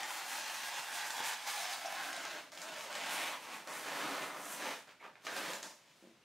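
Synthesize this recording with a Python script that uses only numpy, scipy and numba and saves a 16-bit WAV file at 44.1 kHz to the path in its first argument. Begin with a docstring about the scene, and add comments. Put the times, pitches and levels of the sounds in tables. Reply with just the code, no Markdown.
"""Large sheets of old wallpaper are pulled off a wall and dragged aside in a small furnished room.
From the start, pulls swell and fade: a dense hail of tiny slips rings the paper, fibres hiss, creases snap.
From about 1.5 s some pulls start as sudden jerks and edges scrape, as short noises around one pitch.
From about 2 s more of the sheet hangs loose, and the same pulls drive a stronger low flop.
Near 6 s a row of soft pushes rings the floor as a thud; a faint room hiss runs throughout."""
import sys
import numpy as np
from scipy import signal
from scipy.fft import rfft, irfft, next_fast_len
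from scipy.io import wavfile
from scipy.ndimage import uniform_filter1d
from numba import njit

SR = 44100
rng = np.random.default_rng(int(sys.argv[2]) if len(sys.argv) > 2 else 0)


def undo_db(level):
    """Turn decibels back into plain size, where 20 dB means ten times bigger."""
    steps = np.asarray(level, float) / 20
    return 10 ** steps


def persist_wave(psi):
    """Save psi, clipped to +-1, as 16-bit WAV."""
    counts = np.round(np.clip(psi, -1, 1) * 32767).astype(np.int16)
    wavfile.write(sys.argv[1], SR, np.atleast_2d(counts).T)


N = 275171
T = np.arange(N) / SR  # time [s]

# pulls that swell and fade: (full strength from [s], held [s], peel gain [dB],
# fibre hiss above peel [dB], top treble above fibre hiss [dB])
SWELLING_PULLS = [(-0.02, 0.019, -39, -6, -4), (.12, 0.087, -43, -4.5, -6), (.31, 0.076, -42.5, -1, -7),
                  (.48, 0.063, -43.5, -2, -10), (.845, 0.0097, -46, -6, -4), (.95, 0.1, -42, -1.5, -5),
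                  (1.18, 0.0084, -41.5, -4.5, -4), (1.40, 0.078, -48, -2, -5.5),
                  (1.78, 0.036, -47, -2.5, -8.5), (1.86, 0.011, -47, -9, -10),
                  (1.95, 0.098, -43, -5.5, -4.5), (2.11, 0.26, -45.5, -3, -15.5), (2.38, 0.01, -68, 1, -5),
                  (2.68, 0.13, -46, -3.5, -11), (2.87, 0.013, -51.5, -5, -9), (2.97, 0.09, -42.5, -4, -11),
                  (3.14, 0.088, -40, -9.5, 1.5), (3.28, 0.033, -41, -9.5, -9),
                  (3.52, 0.023, -43.5, -8.5, -3.5), (3.76, 0.0056, -45.5, -9.5, -0.5),
                  (3.89, 0.037, -42, -7, -6), (4.0, 0.076, -39, -7.5, -5.5), (4.16, 0.072, -41, -8, -5.5),
                  (4.32, 0.073, -45.5, -13.5, -7), (4.48, 0.043, -45, -11, 10), (4.66, 0.03, -40, -6, -7),
                  (5.39, 0.12, -42, -4.5, -4), (5.72, 0.025, -62.5, -14, -4), (5.86, 0.065, -70, 2.5, -23),
                  (6.04, 0.023, -69, -0.5, -12)]
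# pulls that swell and stop short: same columns
HALTED_PULLS = [(.62, 0.17, -44.5, -0.5, -6), (1.26, 0.075, -41, -1.5, -6.5), (1.56, 0.18, -43, 0, -12.5)]
# jerks that start almost at once: same columns
SUDDEN_JERKS = [(1.47, 0.026, -42.5, 0, -7), (2.522, 0.18, -53.5, -2, -10), (3.673, 0.06, -45, -12, 0),
                (4.6, 0.13, -46, -10, -13), (4.875, 0.031, -57, -8, -17), (5.012, 0.014, -50, -24, -8),
                (5.04, 0.018, -47.5, -17, -23), (5.225, 0.022, -77, 8, 3), (5.25, 0.0073, -53.5, 3, -9),
                (5.275, 0.048, -47.5, -7, -20), (5.638, 0.016, -48, -11, 4)]
# speed of rise and fade close to full strength
SWELL_DB_PER_S, JERK_DB_PER_S = 61, 2500
FADE_DB_PER_S, HALT_DB_PER_S, JERK_FADE_DB_PER_S = 75, 297, 175
STEEPEN_S = 0.13  # this far from full strength, the drop in dB is twice that of a steady slope

# tone colour of the peeling sheet: (frequency [Hz], gain [dB])
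PEEL_COLOUR = [(200, -25), (500, 2), (800, 4.5), (1200, 1.5), (1700, 1), (2500, -4.5), (3500, -13),
               (5000, -26.5), (9000, -75)]
# tone colour of the fibre hiss: (frequency [Hz], gain [dB])
FIBRE_COLOUR = [(500, -83), (2200, -4), (3800, -1), (6500, -4.5), (9000, -12.5), (12000, -19.5),
                (15500, -15.5)]
# tone colour of its top treble: (frequency [Hz], gain [dB])
FIBRE_TREBLE_COLOUR = [(1000, -85), (6000, -6), (9000, -2), (12000, -2.5), (15500, -10.5)]
# tone colour of the heavy sheet flopping: (frequency [Hz], gain [dB])
FLOP_COLOUR = [(40, -42), (75, 0.5), (105, -34), (140, -15), (250, 2), (400, 3), (600, -3), (1500, -23.5)]
# how much of the sheet hangs loose: (time [s], share [0-1])
LOOSE_SHARE = [(0, 0.08), (1.7, 0), (2.3, 0.65), (3.0, 0.63), (3.25, 0.47), (3.7, 0.76), (4.3, 0.89),
               (4.7, 0.68), (5.0, 0.57), (5.15, 1), (5.3, 0.94), (6.24, 0.7)]
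# a tight and a fully loose flap: pitch below which it gives little sound, flop gain beside the peel
TIGHT_EDGE_HZ, LOOSE_EDGE_HZ = 560, 454
TIGHT_FLOP_DB, LOOSE_FLOP_DB = -26, -9.5
# air pocket behind the flap: (time [s], resonance [Hz], gain beside the peel [dB])
AIR_POCKET = [(0, 855, -5.5), (.25, 790, -12), (.58, 850, -17), (.7, 800, -17), (1.1, 913, -14),
              (1.3, 930, -13), (1.5, 860, -14), (1.6, 760, -5), (1.78, 740, -12), (1.86, 730, 2.5),
              (2.0, 780, -5.5), (2.15, 720, -6), (2.3, 640, -14), (2.65, 668, -5), (2.95, 586, -6),
              (3.2, 1390, -47), (4.2, 900, -29), (4.65, 566, -13), (5.5, 574, -52), (6.24, 704, -27)]
# the free flap's own broad ring: (time [s], centre [Hz], width [Hz], gain beside the peel [dB])
FLAP_RING = [(0, 1900, 220, -14), (.3, 1680, 220, -9), (.65, 1620, 220, -9.5), (1.15, 1600, 200, -6),
             (1.6, 1670, 220, -10), (2.0, 1520, 250, -4), (2.3, 1660, 250, -8.5), (2.9, 1430, 400, -19),
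             (3.08, 2650, 1400, -8), (3.2, 2630, 1400, 1), (3.35, 2400, 1400, -12.5),
             (4.15, 1230, 300, -7.5), (4.4, 1210, 250, -13), (4.7, 1900, 300, -15),
             (5.05, 1160, 250, -10.5), (5.45, 1700, 250, -8), (6.24, 1500, 300, -29)]

# creases that snap: (time [s], peak before room and microphone [dB], extra brightness [dB])
CREASE_SNAPS = [(0.0317, -25, -2), (0.635, -29, -12), (0.742, -29, 4), (0.795, -25, -10), (0.955, -34, 19),
                (1.1056, -23, 3), (1.204, -26.5, -16), (1.24, -26.5, 12), (1.3374, -32, 20),
                (2.1295, -26.5, -1), (2.165, -28, 6), (2.252, -25.5, -6), (2.5195, -37.5, 12),
                (2.552, -38, 8), (2.575, -31.5, -2.5), (2.6172, -29, 6), (2.8085, -28.5, -8),
                (2.9274, -29, 3), (2.953, -25, -3), (3.674, -33.5, 9), (3.7334, -33, -3), (4.454, -31, 41),
                (4.8919, -44, -21), (5.1552, -39.5, -23), (5.2676, -24.5, -13), (5.366, -25.5, -25),
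                (5.534, -28.5, -2), (5.628, -31.5, 9), (5.630, -26, 3)]
# scraping edges: (time [s], fading time [s], centre [Hz], width [Hz], gain [dB])
EDGE_SCRAPES = [(1.484, 0.02, 4500, 150, -46), (1.72, 0.045, 3820, 150, -48), (1.726, .03, 4500, 200, -46),
                (1.855, 0.018, 5600, 900, -40.5), (4.995, 0.051, 2230, 300, -58),
                (5.53, 0.033, 7100, 200, -46.5), (5.636, 0.11, 5660, 2390, -53.5)]
# bumps of the soft thud on the floor: (time [s], push gain [dB])
THUD_PUSHES = [(6.025, -24), (6.040, -24), (6.051, -24), (6.072, -22.5), (6.086, -34), (6.094, -32),
               (6.112, -32), (6.139, -40), (6.17, -45)]
# what the thud rings in the floor: (centre [Hz], width [Hz], gain [dB])
FLOOR_RINGS = [(233, 35, 13), (330, 40, 14), (520, 89, 6), (800, 160, 9)]

# low resonances of the room: (centre [Hz], width [Hz], gain [dB])
ROOM_RINGS = [(147.4, 7.8, 9.5), (171, 18.5, 9.5), (221.6, 7.5, 4), (277, 42, 2), (333, 29, -1),
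              (604, 168, 9.5)]
# two fades mixed to make the tail, each given as its time to fall by 60 dB
SLOW_T60_S, FAST_T60_S = 0.37, 0.36
ROOM_DB = -6.5  # gain of the tail in the middle
ECHO_S, ECHO_DB = .012, -18  # echoes off the nearby wall and furniture: spread of delays, gain
PLACES = 10  # spots along the wall, each with its own echoes and tail
# tone colour of the room hiss: (frequency [Hz], gain [dB])
HISS_COLOUR = [(25, 5), (60, 8), (120, 8), (180, 5), (520, 5), (900, 2), (2600, 3.5), (6800, -6),
               (9000, -10), (15500, -19)]
HISS_DB, HISS_SIDE_DB = -65, 5.5  # before the microphone; boost of the side before its filter

# filter for the side, the part that differs between left and right: (frequency [Hz], gain [dB])
SIDE_COLOUR = [(60, -20), (110, -26), (200, -27), (380, -22.5), (700, -18), (1290, -18), (2380, -16.5),
               (4400, -12.5), (8120, -11.5), (15000, -13.5)]
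# lean of the middle at each pitch: (frequency [Hz], left minus right [dB])
TONE_LEAN = [(200, -1.5), (1500, -1.5), (4000, -1.9), (8000, -1.7)]
# lean of the middle over time: (time [s], left minus right [dB])
LEAN_OVER_TIME = [(0, 2), (1, 0.6), (2.5, 1.24), (5.5, 0.6), (6.24, 2.5)]
# the microphone's weak bass, and a steep filter near 15.8 kHz: (frequency [Hz], gain [dB])
PHONE_COLOUR = [(20, -21), (60, -19.5), (110, -8.5), (140, -2.5), (15700, -5), (15900, -54)]


def paper():
    """One hail of slips rings the sheet and makes its fibres hiss; a second, sparser one makes it flop."""
    power = (tugs(SWELLING_PULLS, SWELL_DB_PER_S, FADE_DB_PER_S)
             + tugs(HALTED_PULLS, SWELL_DB_PER_S, HALT_DB_PER_S)
             + tugs(SUDDEN_JERKS, JERK_DB_PER_S, JERK_FADE_DB_PER_S))
    peel_gain, fibre_gain, treble_gain = np.sqrt(power)
    loose, = over_time(LOOSE_SHARE)
    hail = slips(per_s=9000., spread_db=3.0, flutter_db=1.0)
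    sheet = hail + undo_db(-9) * unit(sheet_modes(hail))
    peeling = peel_gain * peel(hail, sheet, loose)
    return peeling + fibres(sheet, fibre_gain, treble_gain), peel_gain * flop(loose)


def tugs(rows, rise_db_per_s, fade_db_per_s):
    """Power of peel, fibre hiss and top treble: each tug rises, holds and fades, steeper further out."""
    power = 0
    for start, hold, peel_db, fibre_db, treble_db in rows:
        before = np.maximum(start - T, 0)
        after = np.maximum(T - start - hold, 0)
        loss_db = rise_db_per_s * before + fade_db_per_s * after
        loss_db = loss_db * (1 + (before + after) / STEEPEN_S)
        layers = undo_db(np.cumsum([0, fibre_db, treble_db]))[:, None]
        power = power + (undo_db(peel_db - loss_db) * layers) ** 2
    return power


def slips(per_s, spread_db, flutter_db):
    """Glue and fibres let go in one-sample slips of random size and sign, whose level flutters."""
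    when, sign, tail = rng.random((3, N))
    size_db = np.minimum(-spread_db * np.log(1 - tail), 12)  # most small, a few up to 12 dB larger
    hail = (when < per_s / SR) * np.sign(sign - .5) * undo_db(size_db)
    flutter = 0.1 * walk(15.0) + 0.66 * walk(50.)
    return unit(hail * undo_db(flutter_db * flutter))


def sheet_modes(hail):
    """Bending keeps changing how loudly each mode of the sheet rings; its pitch drifts only about 1 %."""
    total = 0
    for hz in np.geomspace(900, 9000, num=24):
        mode = band(hail, hz * (1 + .01 * walk(2.)), .05 * hz)
        total = total + undo_db(3.5 * walk(30.)) * mode / hz ** .5
    return total


def peel(hail, sheet, loose):
    """The sheet, the air pocket and the flap together; a small loose flap cannot push bass into the air."""
    mix = unit(colour(sheet, PEEL_COLOUR)) + air_pocket(hail) + flap_ring(hail)
    edge_hz = TIGHT_EDGE_HZ + loose * (LOOSE_EDGE_HZ - TIGHT_EDGE_HZ)
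    for _ in range(2):  # two rounds cut the bass more steeply
        mix = ring(mix, edge_hz, 1.162 * edge_hz, 0.89)
    return mix


def air_pocket(hail):
    """Slips ring the air trapped behind the flap, with a slightly unsteady pitch and level."""
    hz, db = over_time(AIR_POCKET)
    narrow = band(hail, hz * (1 + .005 * walk(12.)), 105.)
    return undo_db(db) * undo_db(2.5 * walk(18.)) * unit(band(narrow, hz, 300.))


def flap_ring(hail):
    """Slips set off the free flap's own broad resonance."""
    hz, width, db = over_time(FLAP_RING)
    # dividing keeps narrow and wide rings about equally loud
    return undo_db(db) * band(hail, hz, width) / np.sqrt(np.pi * width / SR)


def fibres(sheet, fibre_gain, treble_gain):
    """Tearing fibres: the sheet's treble in two layers, each with its own flicker."""
    hiss = undo_db(0.74 * walk(20.0)) * unit(colour(sheet, FIBRE_COLOUR))
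    treble = undo_db(3.2 * walk(20.)) * unit(colour(sheet, FIBRE_TREBLE_COLOUR))
    return fibre_gain * hiss + treble_gain * treble


def flop(loose):
    """The heavy sheet flops low, more strongly the more of it hangs loose."""
    flop_db = TIGHT_FLOP_DB + loose * (LOOSE_FLOP_DB - TIGHT_FLOP_DB)
    hail = slips(per_s=1200.0, spread_db=0.0, flutter_db=1.0)
    return undo_db(flop_db) * unit(colour(hail, FLOP_COLOUR))


def snaps():
    """Each crease gives a few-millisecond crack, then a short rattle."""
    size = 4096
    out, t = np.zeros(N + size), np.arange(size) / SR
    fade = np.exp(-t / 0.0013) + 0.18 * np.exp(-t / 0.07)  # crack + rattle
    noises = rng.standard_normal((len(CREASE_SNAPS), size))
    for (s, db, bright_db), noise in zip(CREASE_SNAPS, noises):
        crack = colour(noise * fade, [(60, -58), (300, -2), (900, 9.0), (2500, 8.0),
                                      (7000, 7.0 + bright_db), (14000, -15.5 + bright_db)])
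        start = int(s * SR)
        out[start:start + size] += undo_db(db) * crack / np.abs(crack).max()
    return out[:N]


def scrapes():
    """An edge scrapes: noise around one pitch rises fast and dies away."""
    out, size = np.zeros(N), 8192
    t = np.arange(size) / SR
    noises = rng.standard_normal((len(EDGE_SCRAPES), size))
    for (s, length, hz, width, db), noise in zip(EDGE_SCRAPES, noises):
        tone = unit(ring(noise, np.full(size, 1. * hz), np.full(size, 1. * width), 0.))
        swell = np.minimum(t / 0.0046, 1) * np.exp(-(t / length) ** 2)
        start = int(s * SR)
        out[start:start + size] += undo_db(db) * tone * swell
    return out


def thud():
    """Soft pushes about two milliseconds long ring the floor."""
    hits, push = np.zeros(N), np.hanning(int(0.00224 * SR))
    for s, db in THUD_PUSHES:
        hits[int(s * SR)] = undo_db(db)
    pushes = -np.convolve(hits, np.diff(push))[:N]  # the changing slope of each push
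    return sum(undo_db(db) * band(pushes, hz, width) for hz, width, db in FLOOR_RINGS)


def low_room(x):
    """Low sounds ring the standing waves of the room."""
    return undo_db(-3.0) * x + sum(undo_db(db) * band(x, hz, width) for hz, width, db in ROOM_RINGS)


def room(x):
    """Direct sound, close echoes and tails that change as the sheet moves along the wall."""
    t = np.arange(SR // 2) / SR
    noise = rng.standard_normal((PLACES, 2, len(t))) * (t > .003)
    # the slow part has boosted treble and the rest takes it back, so the treble lingers a little
    slow = colour(noise, [(1500, 1.1), (5000, 12.0)])
    tail = slow * undo_db(-60 * t / SLOW_T60_S) + (noise - slow) * undo_db(-60 * t / FAST_T60_S)
    tail = tail / np.linalg.norm(tail, axis=2, keepdims=True)
    # four echoes at each place, in the middle only
    lag, sign = rng.random((2, PLACES, 4))
    delay = (lag * ECHO_S * SR).astype(int) + 20
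    tail[np.arange(PLACES)[:, None], 0, delay] += np.sign(sign - .5) * undo_db(ECHO_DB - ROOM_DB)
    # fade smoothly from each place to the next
    place = T / T[-1] * (PLACES - 1)
    share = [np.cos(np.pi / 2 * np.clip(place - k, -1, 1)) for k in range(PLACES)]
    mid, side = sum(signal.oaconvolve((x * w)[None], h, axes=1)[:, :N] for w, h in zip(share, tail))
    return x + undo_db(ROOM_DB) * mid, side


def room_hiss():
    """Faint steady noise from all round: separate noise in middle and side, the side raised before its filter."""
    mid, side = undo_db(HISS_DB) * unit(colour(rng.standard_normal((2, N)), HISS_COLOUR))
    return mid, undo_db(HISS_SIDE_DB) * side


def unit(x):
    """Scale to an average (rms) level of 1."""
    return x / np.sqrt(np.mean(x ** 2))


def over_time(table):
    """Join the points of each column after the time by straight lines."""
    s, *columns = np.transpose(table)
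    return [np.interp(T, s, c) for c in columns]


def walk(rate):
    """Random levels held 1 / rate seconds, smoothed twice, scaled to rms 1."""
    k = int(SR / rate)
    steps = np.repeat(rng.standard_normal(N // 200)[:N // k + 1], k)[:N]
    return unit(uniform_filter1d(uniform_filter1d(steps, k), k))


def colour(x, points, scale=1):
    """Filter by (frequency [Hz], gain [dB]) points joined on a log-frequency axis."""
    size = next_fast_len(x.shape[-1] + 4096)
    hz, db = np.transpose(points)
    f = np.arange(size // 2 + 1) * SR / size + 1
    gain = undo_db(scale * np.interp(np.log(f), np.log(hz), db))
    return irfft(rfft(x, size) * gain, size)[..., :x.shape[-1]]


def band(x, hz, width):
    """Resonance that leaves its own centre pitch at gain 1."""
    return ring(x, hz * np.ones(N), width * np.ones(N), 0.)


@njit
def ring(x, hz, width, high):
    """Moving resonant filter: band-pass when high is 0, high-pass when 1, a blend in between."""
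    y, b, l = np.empty(len(x)), 0., 0.
    for i in range(len(x)):
        g, k = np.tan(np.pi * hz[i] / SR), width[i] / hz[i]
        v = (b + g * (x[i] - l)) / (1 + g * (g + k))
        low = l + g * v
        b, l = 2 * v - b, 2 * low - l
        y[i] = high * (x[i] - k * v - low) + (1 - high) * k * v
    return y


def scene():
    """Paper, snaps, scrapes and thud in the room, over the hiss, as left and right."""
    sheet, low_flop = paper()
    mid, side = room(sheet + snaps() + scrapes() + thud() + low_room(low_flop))
    hiss_mid, hiss_side = room_hiss()
    mid = mid + hiss_mid
    side = colour(side + hiss_side, SIDE_COLOUR)
    lean_db, = over_time(LEAN_OVER_TIME)
    pan = undo_db(lean_db / 2)
    left = pan * colour(mid, TONE_LEAN, .5) + side
    right = colour(mid, TONE_LEAN, -.5) / pan - side
    return np.array([left, right])


def top_cut(x):
    """Nothing passes above the cut-off."""
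    return signal.sosfilt(signal.butter(12, 15860, fs=SR, output="sos"), x)


def record(dry):
    """The phone's microphone drops the bass; a steep filter near 15.8 kHz removes the very top."""
    mix = colour(dry, PHONE_COLOUR)
    return top_cut(mix)


dry = scene()
out = record(dry)
persist_wave(out)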